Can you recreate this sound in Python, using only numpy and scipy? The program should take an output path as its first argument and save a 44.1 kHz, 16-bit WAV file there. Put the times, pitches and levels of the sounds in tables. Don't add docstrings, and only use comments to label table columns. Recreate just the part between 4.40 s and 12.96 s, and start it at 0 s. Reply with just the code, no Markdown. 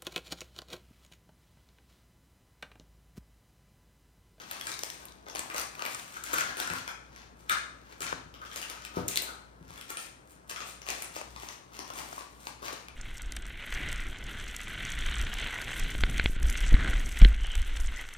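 import sys
import numpy as np
from scipy import signal
from scipy.fft import rfft, irfft, next_fast_len
from scipy.io import wavfile
from scipy.ndimage import uniform_filter1d

SR = 44100
rng = np.random.default_rng(int(sys.argv[2]) if len(sys.argv) > 2 else 0)


def unload_wav(signal):
    wavfile.write(
        sys.argv[1],
        SR,
        np.round(np.clip(np.atleast_2d(signal).T, -1, 1) * 32767).astype(np.int16),
    )


N = 377451
TIME = np.arange(N) / SR

# frequency in Hz, relative density in dB per Hz.
CRACKLE_SPECTRUM = [(900, -26.5), (1700, 9.5), (2500, 10), (3100, 6), (3800, 5), (5000, 4), (6800, 4.5),
                    (8500, -23), (12000, -29.5)]
SIZZLE_SPECTRUM = [(4500, -40.5), (7000, 4), (8200, 4), (9300, 8), (10300, 1.5), (11500, -2), (12600, -8),
                   (13600, 1), (14600, 6), (15400, -20.5), (16500, -5.5)]
RUB_SPECTRUM = [(90, -11), (180, -12), (300, 1), (450, -0.5), (800, 3), (1100, 6.5), (1500, -4.5),
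                (2500, -23)]


def crinkling(typical_per_s=300, spread_db=3.5, clump_db=3.0, slide_share=0.41,
              crackle_trim_db=-1, sizzle_trim_db=-1, rub_trim_db=-1, ring_trim_db=0):
    crackle_db, sizzle_db, rub_db, ring_db = grip_levels()
    per_s = typical_per_s * from_db(0.6 * (crackle_db - np.median(crackle_db)))
    film = evened(creases(per_s, spread_db, facet_width_hz=600))
    film = film + slide_share * rng.standard_normal(N)
    friction = film + 0.9 * rng.standard_normal(N)
    clumps_db = clump_db * drift(80)

    crackle = evened(coloured(film, CRACKLE_SPECTRUM))
    sizzle = evened(coloured(film, SIZZLE_SPECTRUM))
    rub = evened(coloured(friction, RUB_SPECTRUM))
    ring = evened(pouch(friction, pouch_hz(TIME)))
    return (from_db(crackle_db + clumps_db + crackle_trim_db) * crackle
            + from_db(sizzle_db + clumps_db + sizzle_trim_db) * sizzle
            + from_db(rub_db + rub_trim_db) * rub
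            + from_db(ring_db + ring_trim_db) * ring)


# time of its height in seconds, swell in seconds,
# release in seconds, then crackle, sizzle, finger rub and hollow pouch ring in dB, before the trims.
GRIPS = [(0.0, .02, 0.058, -48.5, -61, -47.5, -49), (0.12, 0.11, 0.24, -47, -54, -49.5, -72),
         (0.3, .15, 0.1, -46.5, -47.5, -48, -64), (0.45, .1, 0.2, -51.5, -51.5, -57, -72),
         (0.64, 0.26, 0.075, -57.5, -61.5, -55, -70), (0.98, 0.114, 0.16, -52.5, -54, -47.5, -72),
         (1.17, 0.17, 0.11, -51, -52, -43, -67), (1.4, 0.156, 0.31, -54, -68, -48.5, -58),
         (1.54, 0.25, 0.38, -49.5, -50.5, -55, -59), (1.769, .1, 0.013, -48.5, -51.5, -59, -48.5),
         (1.951, 0.13, 0.14, -36.5, -42.5, -38, -41), (2.1, 0.1, 0.015, -41, -55, -42.5, -40),
         (2.199, 0.042, 0.094, -38, -43, -39.5, -38.5), (2.36, 0.357, .11, -46.5, -52.5, -51, -46.5),
         (2.49, 0.06, .04, -54.5, -56, -60, -43), (2.78, .15, 0.099, -57.5, -72, -58, -63),
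         (2.98, 0.036, 0.29, -64.5, -66.5, -68, -85), (3.119, 0.031, 0.038, -38, -48, -41, -29.5),
         (3.53, 0.16, 0.033, -57.5, -67, -57, -60), (3.62, 0.038, 0.07, -52, -47.5, -44, -45.5),
         (3.68, 0.058, 0.15, -54, -64, -49, -47), (4.018, 0.019, .06, -55, -81, -47.5, -44.5),
         (4.22, .16, 0.043, -44.5, -47, -52, -55), (4.3, 0.053, 0.14, -48.5, -58, -48.5, -50.5),
         (4.46, .11, .03, -50, -60, -56, -52.5), (4.578, 0.064, 0.042, -46, -54, -39.5, -46),
         (4.69, 0.031, 0.15, -45.5, -45, -49, -65), (4.885, 0.051, 0.063, -54, -66, -45, -44.5),
         (5.33, 0.15, 0.24, -57, -63.5, -58.5, -64), (5.5, 0.022, .04, -41.5, -44, -46.5, -47),
         (5.609, 0.092, 0.078, -49.5, -49, -57, -74), (5.93, 0.1, 0.022, -69.5, -61, -75, -71),
         (6.08, 0.005, .04, -61, -57, -58, -65), (6.098, 0.017, 0.063, -43, -45, -47.5, -58),
         (6.16, .06, 0.18, -57, -58, -62, -51), (6.278, 0.044, 0.066, -46, -45, -58, -70),
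         (6.5, 0.054, 0.36, -48.5, -50.5, -50.5, -69), (6.761, .07, .09, -46.5, -50.5, -53, -64),
         (7.08, 0.24, 0.12, -52.5, -56, -53, -76), (7.33, 0.037, 0.46, -56, -64, -54.5, -61),
         (7.598, 0.16, 0.034, -49, -51.5, -43, -74), (7.75, 0.32, 0.14, -52, -52.5, -53, -74),
         (8.08, 0.16, 0.034, -53.5, -53.5, -52.5, -72), (8.223, 0.0089, 0.19, -47.5, -52.5, -42.5, -69),
         (8.281, 0.075, 0.062, -44, -58, -49, -57)]
# crackle, sizzle, finger rub and hollow pouch ring in dB, before the trims.
HOLDING = (-75, -119, -70, -76)
GRIP_FADE_DB = 21.5


def grip_levels():
    t = TIME[::32]
    height_s, swell_s, release_s, *levels = np.transpose(GRIPS)
    ago = t - height_s[:, None]
    fade = np.maximum(-ago / swell_s[:, None], ago / release_s[:, None])
    grip_power = from_db(-GRIP_FADE_DB * fade) ** 2
    result = []
    for db, held_db in zip(levels, HOLDING):
        power = from_db(db) ** 2 @ grip_power + from_db(held_db) ** 2
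        result.append(np.interp(TIME, t, 10 * np.log10(power)))
    return result


def creases(per_s, spread_db, facet_width_hz, turn_db=-1.0):
    sizes = from_db(spread_db * np.minimum(rng.exponential(1, N), 4)) * rng.choice([-1, 1], N)
    clicks = sizes * (rng.random(N) < per_s / SR)
    facets_hz = np.linspace(2200, 15200, 14)
    dealt = rng.integers(0, len(facets_hz), N)
    film = 1.9 * clicks
    for k, hz in enumerate(facets_hz):
        film = film + from_db(turn_db * drift(42)) * resonance(clicks * (dealt == k), hz, facet_width_hz)
    return film


# start in seconds, crack in dB over 1 ms, sizzle in dB above
# the crack, low pop in dB and pouch ring in dB (both before the trims), sound sent into the room in dB
# above the direct sound, facet pitch in Hz.
SNAPS = [(0.112, -31.5, 2, -34, -30, -2.5, 2360), (0.211, -29.5, -4, -50, -35, -1, 3330),
         (0.2696, -30, 1, -30, -27.5, 1.5, 4230), (0.3175, -30.5, -4, -45, -53, 3.5, 3960),
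         (0.34, -35, -10, -51, -47, -8, 4200), (0.3913, -31.5, -2, -39, -42, -3.5, 3730),
         (0.4344, -25.5, -2.5, -27, -53, -5.5, 4380), (0.5013, -29.5, -4, -51, -59, -4, 5440),
         (0.6543, -44, 8.5, -48, -48, -6, 6650), (0.6847, -44, -6, -53, -50, 0, 3650),
         (0.7218, -45, -12, -60, -60, -8, 3930), (0.8652, -45, -22, -36, -41, 5, 2190),
         (0.8847, -40.5, -5, -37, -58, 2, 3400), (0.8989, -36, -23, -49, -49, 1.5, 5240),
         (0.951, -30, -17, -32.5, -50, 1.5, 9450), (0.9574, -29, -10, -27, -48, -9, 5000),
         (0.9684, -32, -13, -38, -49, 2.5, 4130), (0.983, -35, -9, -50, -45, -7, 8540),
         (0.9927, -24, -6, -30, -45, -2.5, 8600), (1.1005, -33, -11, -32.5, -41, 4, 2170),
         (1.1448, -30.5, -7, -27.5, -31, 1.5, 2170), (1.163, -31.5, -0.5, -42, -34, 7.5, 4140),
         (1.181, -26, -1, -32, -42, 2, 4160), (1.1973, -29, 0, -42, -39, 2.5, 6440),
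         (1.2147, -33.5, 4, -39, -37, -0.5, 4300), (1.352, -37.5, -10, -49, -50, -6, 2480),
         (1.3934, -36, -7, -31, -29.5, 3, 2780), (1.4219, -26.5, -12, -24, -47, -2.5, 2740),
         (1.4519, -26.5, -7, -30.5, -43, 2.5, 2270), (1.4627, -31.5, -1, -27.5, -29, -1.5, 2190),
         (1.547, -29, -19, -45, -29, -13.5, 8760), (1.596, -33.5, -19, -55, -54, -9, 6300),
         (1.766, -45, -12, -37.5, -26.5, -0.5, 2300), (1.8382, -31, 2, -45, -34, 1, 7940),
         (1.932, -27.5, -4, -24, -16.5, -1, 9800), (1.9403, -25, 2, -35, -20.5, -4, 2190),
         (1.9835, -23, -3.5, -24.5, -16.5, -4, 2220), (2.0082, -23, -5, -46, -17.5, -4, 2186),
         (2.17, -33.5, 3, -33.5, -40, 4.5, 6230), (2.2007, -26, -0.5, -26, -39, -17, 3500),
         (2.2747, -34, 1.5, -30, -23, -4.5, 2230), (2.3359, -36, 1, -25, -47, -1, 2200),
         (2.3006, -30, -6, -30, -26, 2.5, 2270), (2.4777, -29.5, -10.5, -32.5, -44, 3, 2470),
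         (2.7618, -41, -22, -58, -50, -3, 6000), (3.0958, -20, -3.5, -28, -16, 2.5, 3520),
         (3.525, -46, -4, -50, -56, -16, 4000), (3.6062, -34, 0, -35, -31, 4, 2300),
         (3.62, -30, -1.5, -39, -50, 5.5, 2300), (3.6667, -29.5, -25, -42, -51, 5.5, 2400),
         (3.726, -35.5, -12, -19.5, -22, -10.5, 1500), (3.9408, -42.5, -10, -44, -42.5, 4.5, 2720),
         (4.051, -46, -10, -60, -57, 11.5, 3220), (4.1147, -38.5, -18, -39.5, -42, 6.5, 3160),
         (4.16, -30.5, -1.5, -33, -36, 3, 5070), (4.228, -31.5, -14, -45, -38, 4, 2780),
         (4.2994, -35, 2, -59, -46, -1, 3540), (4.4502, -33, -2, -57, -52, -1, 2730),
         (4.6816, -32.5, 12.5, -47, -52, -1, 9200), (4.6867, -26.5, -7, -47, -51, -2.5, 3740),
         (4.758, -24, -1, -37, -43, 5, 3680), (4.7732, -15.5, -4, -38, -46, -4.5, 3980),
         (4.8217, -36, 10, -33.5, -55, 3.5, 8400), (5.3055, -44, -21, -38.5, -56, -5, 9500),
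         (5.3772, -41, -3, -49, -40, 3.5, 3440), (5.4116, -36.5, -2.5, -61, -47, 1.5, 2780),
         (5.5035, -31, 1, -34, -51, 2, 6550), (5.571, -27.5, -18, -37, -32, 2.5, 9260),
         (6.112, -33, -12, -34.5, -45, 0.5, 5980), (6.1615, -31.5, -22, -32, -30, 3.5, 3100),
         (6.2046, -34.5, -10, -36.5, -35, 7, 2570), (6.4175, -37.5, -15, -41, -46, 3, 5800),
         (6.4662, -36.5, -8, -36.5, -52, 8.5, 2660), (6.4875, -25.5, -5.5, -29, -35, 4.5, 2570),
         (6.5027, -26.5, -1.5, -44, -47, -5, 5270), (6.6224, -31.5, 1, -35.5, -37.5, 1.5, 9900),
         (6.6452, -37, -2, -42, -45, -7, 9700), (6.7641, -36, -4, -25.5, -37, 0, 5200),
         (6.8138, -36, -8, -28.5, -49, -9, 6160), (6.9622, -38, -21, -32.5, -42, 2, 5330),
         (7.0335, -41.5, -20, -31, -46, -3, 6450), (7.0874, -32, -25, -38.5, -57, 0.5, 5640),
         (7.3909, -32, -5.5, -30.5, -46, 3, 4900), (7.5026, -37.5, -8, -30, -29, -2, 2150),
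         (7.728, -41, -8, -29, -47, -8, 5240), (7.7793, -56, -7, -26.5, -43, -4, 6300),
         (7.809, -39, -7, -34, -44, 0, 4800), (8.0699, -30.5, -17, -27, -47, -2.5, 2580),
         (8.282, -30.5, -10, -36, -35, -1, 2240), (8.3298, -48, 10, -31.5, -34, -3, 7070),
         (8.4846, -37.5, -8.5, -38, -54, -1.5, 2430)]
# facet pitch in Hz, resonance width in Hz.
FACET_WIDTH = [(2300, 350), (3500, 310), (6000, 1200), (10000, 670)]
# frequency in Hz, relative density in dB per Hz.
WALL_SPECTRUM = [(120, -25), (300, 4), (550, 0), (850, -0.5), (1200, 5.5), (1800, -12.5), (3000, -44.5)]


def snapping(pop_hz=700, pop_width_hz=400, facet_db=0, crack_trim_db=0, pop_trim_db=-1, ring_trim_db=-1):
    direct, beamed = np.zeros(N), np.zeros(N)
    for s, crack_db, sizzle_db, pop_db, ring_db, room_db, facet_hz in SNAPS:
        flip = flip_force()
        facet = energy_one(resonance(flip, facet_hz, at_hz(FACET_WIDTH, facet_hz)))
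        crack = energy_one(coloured(flip, CRACKLE_SPECTRUM)) + from_db(facet_db) * facet
        sizzle = coloured(flip, SIZZLE_SPECTRUM)
        wall_hz = pop_hz * np.exp(0.21 * rng.standard_normal())
        wall = coloured(0.068 * flip + resonance(flip, wall_hz, pop_width_hz), WALL_SPECTRUM)
        ring = pouch(flip, pouch_hz(s))
        snap = (from_db(crack_db + crack_trim_db) * energy_one(crack)
                + from_db(crack_db + sizzle_db + crack_trim_db) * energy_one(sizzle)
                + from_db(pop_db + pop_trim_db) * energy_one(wall)
                + from_db(ring_db + ring_trim_db) * energy_one(ring))
        snap = snap * np.sqrt(SR / 1000)
        add(direct, s, snap)
        add(beamed, s, snap * from_db(room_db))
    return direct, beamed


def flip_force(buckle_s=0.00024, step_s=0.00123, next_step_db=-6.5, count=3):
    t = TIME[:1024]
    starts = step_s * np.cumsum(np.r_[0, rng.uniform(.5, 1.5, count - 1)])
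    ages = np.maximum(t - starts[:, None], 0)
    pulses = np.sqrt(ages) * np.exp(-ages / buckle_s)
    envelope = from_db(next_step_db * np.arange(count)) @ pulses
    return envelope * rng.standard_normal(len(t))


# multiple of the mean pitch, width in Hz, relative level in dB
POUCH_MODES = [(.93, 91, 3), (1.0, 113, 3), (1.09, 141, 2), (1.22, 168, -4.5), (1.82, 258, -11.5)]


def pouch(x, pitch_hz, skirt_hz=750):
    turn = np.exp(2j * np.pi * np.cumsum(pitch_hz * np.ones(len(x))) / SR)
    riding = x / turn + 1e-18
    modes = 0
    for k, (multiple, width_hz, db) in enumerate(POUCH_MODES):
        offset_hz = (multiple - 1) * np.mean(pitch_hz)
        pole = np.exp((-np.pi * width_hz + 2j * np.pi * offset_hz) / SR)
        mode = signal.lfilter([1 - abs(pole)], [1, -pole], riding)
        modes = modes + (-1) ** k * from_db(db) * mode
    r = np.exp(-np.pi * skirt_hz / SR)
    return np.real(turn * signal.lfilter([1 - r], [1, -r], modes))


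# time in seconds, pitch in Hz.
SQUEEZE = [(.3, 1330), (1.1, 1220), (1.5, 1220), (1.8, 1325), (1.95, 1350), (2.05, 1470), (2.3, 1460),
           (3.1, 1340), (3.7, 1413), (4.05, 1284), (4.9, 1307), (5.55, 1444), (6.2, 1290), (6.6, 1276),
           (7.5, 1100), (8.2, 1225)]


def pouch_hz(s):
    return np.interp(s, *np.transpose(SQUEEZE))


# start in seconds, push in dB, contact time in seconds.
KNOCKS = [(1.972, -47, 0.0017), (2.307, -32, 0.0038), (2.33, -45, 0.0019), (2.405, -55, 0.0028),
          (3.63, -46, 0.0022), (3.729, -43.5, 0.00058), (3.859, -36.5, 0.0057), (4.5704, -29, 0.00029),
          (4.58, -38, 0.0013), (4.602, -34, 0.0026), (5.211, -38.5, 0.0043), (5.303, -31, 0.01),
          (6.949, -57, 0.0056)]
# frequency in Hz, level in dB for a unit push, 60 dB decay in seconds.
TABLE_MODES = [(119, -16, 0.39), (166, -17, 0.055), (186, -6, 0.069), (264.6, -7.5, 0.2), (347, -13, 0.068),
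               (383, 6.5, 0.043), (434, -7, 0.075), (489, -7.5, 0.15), (585, -2.5, 0.057), (705, -5, 0.071),
               (894, -2, 0.041), (1100, -21, 0.049)]


def table_knocks(lowest_hz=105):
    force, t = np.zeros(N), TIME[:SR // 2]
    for s, db, contact_s in KNOCKS:
        push = t * np.exp(-4 * t / contact_s)
        add(force, s, from_db(db) * push / push.sum())
    wood = sum(from_db(db - 60 * t / t60) * np.sin(2 * np.pi * hz * t) for hz, db, t60 in TABLE_MODES)
    ringing = signal.fftconvolve(force, wood)[:N]
    return signal.sosfilt(signal.butter(2, lowest_hz, "high", fs=SR, output="sos"), ringing)


def room(x, count=5):
    facing = rng.integers(0, count, N // 512 + 1)[np.arange(N) // 512]
    echo = 0
    for k in range(count):
        facing_part = (x * (facing == k))[None]
        echo = echo + signal.oaconvolve(facing_part, reflections(), axes=1)[:, :N]
    return echo


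# frequency in Hz, 60 dB decay in seconds.
ROOM_T60 = [(100, 0.43), (500, 0.66), (1350, 0.56), (2200, 0.5), (3500, 0.53), (9000, 0.46), (15000, 0.14)]
# frequency in Hz, correlation.
LIKENESS = [(100, 0.72), (300, 0.75), (700, 0.028), (2000, 0.054), (5000, 0.023), (8000, 0.37),
            (10000, 0.13), (16000, 0.22)]
# frequency in Hz, level in dB.
ROOM_COLOUR = [(100, 3), (400, -1), (1400, 1.5), (4000, 1.5), (9000, -1), (12500, -2.5), (16000, -5)]


def reflections(first_echo_s=.006, early_db=2, early_s=0.025):
    t = TIME[:SR]
    edges = np.geomspace(50, 19000, 18)
    white, tail = rng.standard_normal((2, 2, len(t))), 0
    for k, (low, high) in enumerate(zip(edges, edges[1:])):
        band = signal.butter(2, [low, high], "band", fs=SR, output="sos")
        mid, side = signal.sosfilt(band, white[k % 2])
        hz = np.sqrt(low * high)
        alike = np.clip(at_hz(LIKENESS, hz), -.99, .99)
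        decay_db = -60 * t / at_hz(ROOM_T60, hz) + early_db * np.exp(-t / early_s)
        decay = from_db(decay_db) * (t > first_echo_s)
        mid = np.sqrt(1 + alike) * energy_one(mid * decay)
        side = np.sqrt(1 - alike) * energy_one(side * decay)
        pair = mid + side * np.array([[1], [-1]])
        tail = tail + pair * from_db(at_hz(ROOM_COLOUR, hz)) * np.sqrt((high - low) / SR)
    return tail


# frequency in Hz, relative density in dB per Hz.
AIR_SPECTRUM = [(20, -3), (45, -4), (60, 0), (85, -7.5), (130, -1.5), (240, -4), (330, -5), (900, -9.5),
                (2000, -17), (3200, -42), (5000, -42), (9000, -30), (16000, -47)]
AIR_DB = -59
# frequency in Hz, level in dB above the hum level.
HUM_LINES = [(59.2, 0.5), (118.4, -9.5), (193.8, -19)]
# time in seconds, hum level in dB rms.
HUM_LEVEL = [(0.0, -68.5), (1.22, -63), (1.43, -72), (1.93, -61.5), (5.34, -60.5), (5.39, -68.5),
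             (6.56, -60), (6.72, -66), (6.98, -52), (7.18, -75), (7.29, -62), (8.56, -60.5)]


def background(waver_db=0.6, apart=0.69):
    shared, left, right = [rms_one(coloured(rng.standard_normal(N), AIR_SPECTRUM)) for _ in range(3)]
    air = from_db(AIR_DB) * (shared + apart * np.array([left, right]))
    level_db = np.interp(TIME, *np.transpose(HUM_LEVEL))
    hum = 0
    for hz, db in HUM_LINES:
        gain = from_db(level_db + db + waver_db * drift(9.9))
        hum = hum + gain * np.sin(2 * np.pi * hz * TIME + 0.2 * drift(5.4))
    return air + np.sqrt(2) * hum


def from_db(db):
    return 10 ** (np.asarray(db) / 20)


def rms_one(x):
    return x / np.sqrt(np.mean(x ** 2) + 1e-20)


def energy_one(x):
    return x / np.sqrt(np.sum(x ** 2) + 1e-20)


def at_hz(points, hz):
    f, value = np.transpose(points)
    return np.interp(np.log(np.maximum(hz, 1)), np.log(f), value)


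def coloured(x, spectrum):
    size = 2048
    gain = from_db(at_hz(spectrum, np.linspace(0, SR / 2, size // 2 + 1)))
    cepstrum = irfft(np.log(gain))
    cepstrum[1:size // 2] *= 2
    cepstrum[size // 2 + 1:] = 0
    return signal.fftconvolve(x, irfft(np.exp(rfft(cepstrum))))[:len(x)]


def resonance(x, hz, width_hz):
    r = np.exp(-np.pi * width_hz / SR)
    zeros = np.array([1, 0, -1]) * (1 - r * r) / 2
    poles = [1, -2 * r * np.cos(2 * np.pi * hz / SR), r * r]
    return signal.lfilter(zeros, poles, x + 1e-18)


def drift(rate):
    knots = rng.standard_normal(N // 20)
    return rms_one(np.interp(TIME * rate, np.arange(len(knots)), knots))


def evened(x):
    power = np.maximum(uniform_filter1d(x ** 2, size=1323), 0)
    return x / np.sqrt(power + 0.09 * np.mean(x ** 2))


def add(track, s, sound):
    start = int(np.clip(round(s * SR), 0, N - 1))
    track[start:start + len(sound)] += sound[:N - start]


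def scene(crinkle_room_db=3, snap_room_db=0, table_room_db=-1):
    crinkle, knocks = crinkling(), table_knocks()
    snaps, beamed = snapping()
    packet_echo = room(from_db(crinkle_room_db) * crinkle + from_db(snap_room_db) * beamed)
    table_echo = room(from_db(table_room_db) * knocks, count=1)
    return crinkle + snaps + knocks + packet_echo + table_echo + background()


# frequency in Hz, left minus right in dB.
LEAN = [(60, 1.5), (150, 2.5), (600, 5.5), (2000, 4), (3500, 6), (5500, 8.5), (7200, 8.5), (8600, -0.5),
        (16000, 0)]
# frequency in Hz, lead of the left one in radians.
PORT_PHASE = [(0, -0.9), (300, 1), (780, 2.5), (2000, 3.5), (3800, 6.5), (6400, 8.5), (8400, 12.5),
              (10900, 7), (13000, 1.5), (16000, -5)]
CUTOFF_HZ = 16300


def record(dry, bass_cut_hz=44):
    size = next_fast_len(N + SR // 2)
    hz = np.arange(size // 2 + 1) * SR / size
    lean = from_db(at_hz(LEAN, hz))
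    lag = np.exp(-1j * np.interp(hz, *np.transpose(PORT_PHASE)))
    ports = np.array([lean, lag]) * np.sqrt(2 / (1 + lean ** 2))
    heard = irfft(rfft(dry, size) * ports, size)[:, :N]
    heard = signal.sosfilt(signal.butter(4, bass_cut_hz, "high", fs=SR, output="sos"), heard)
    return signal.sosfilt(signal.ellip(10, .2, 80, CUTOFF_HZ, fs=SR, output="sos"), heard)


dry = scene()
out = record(dry)
unload_wav(out)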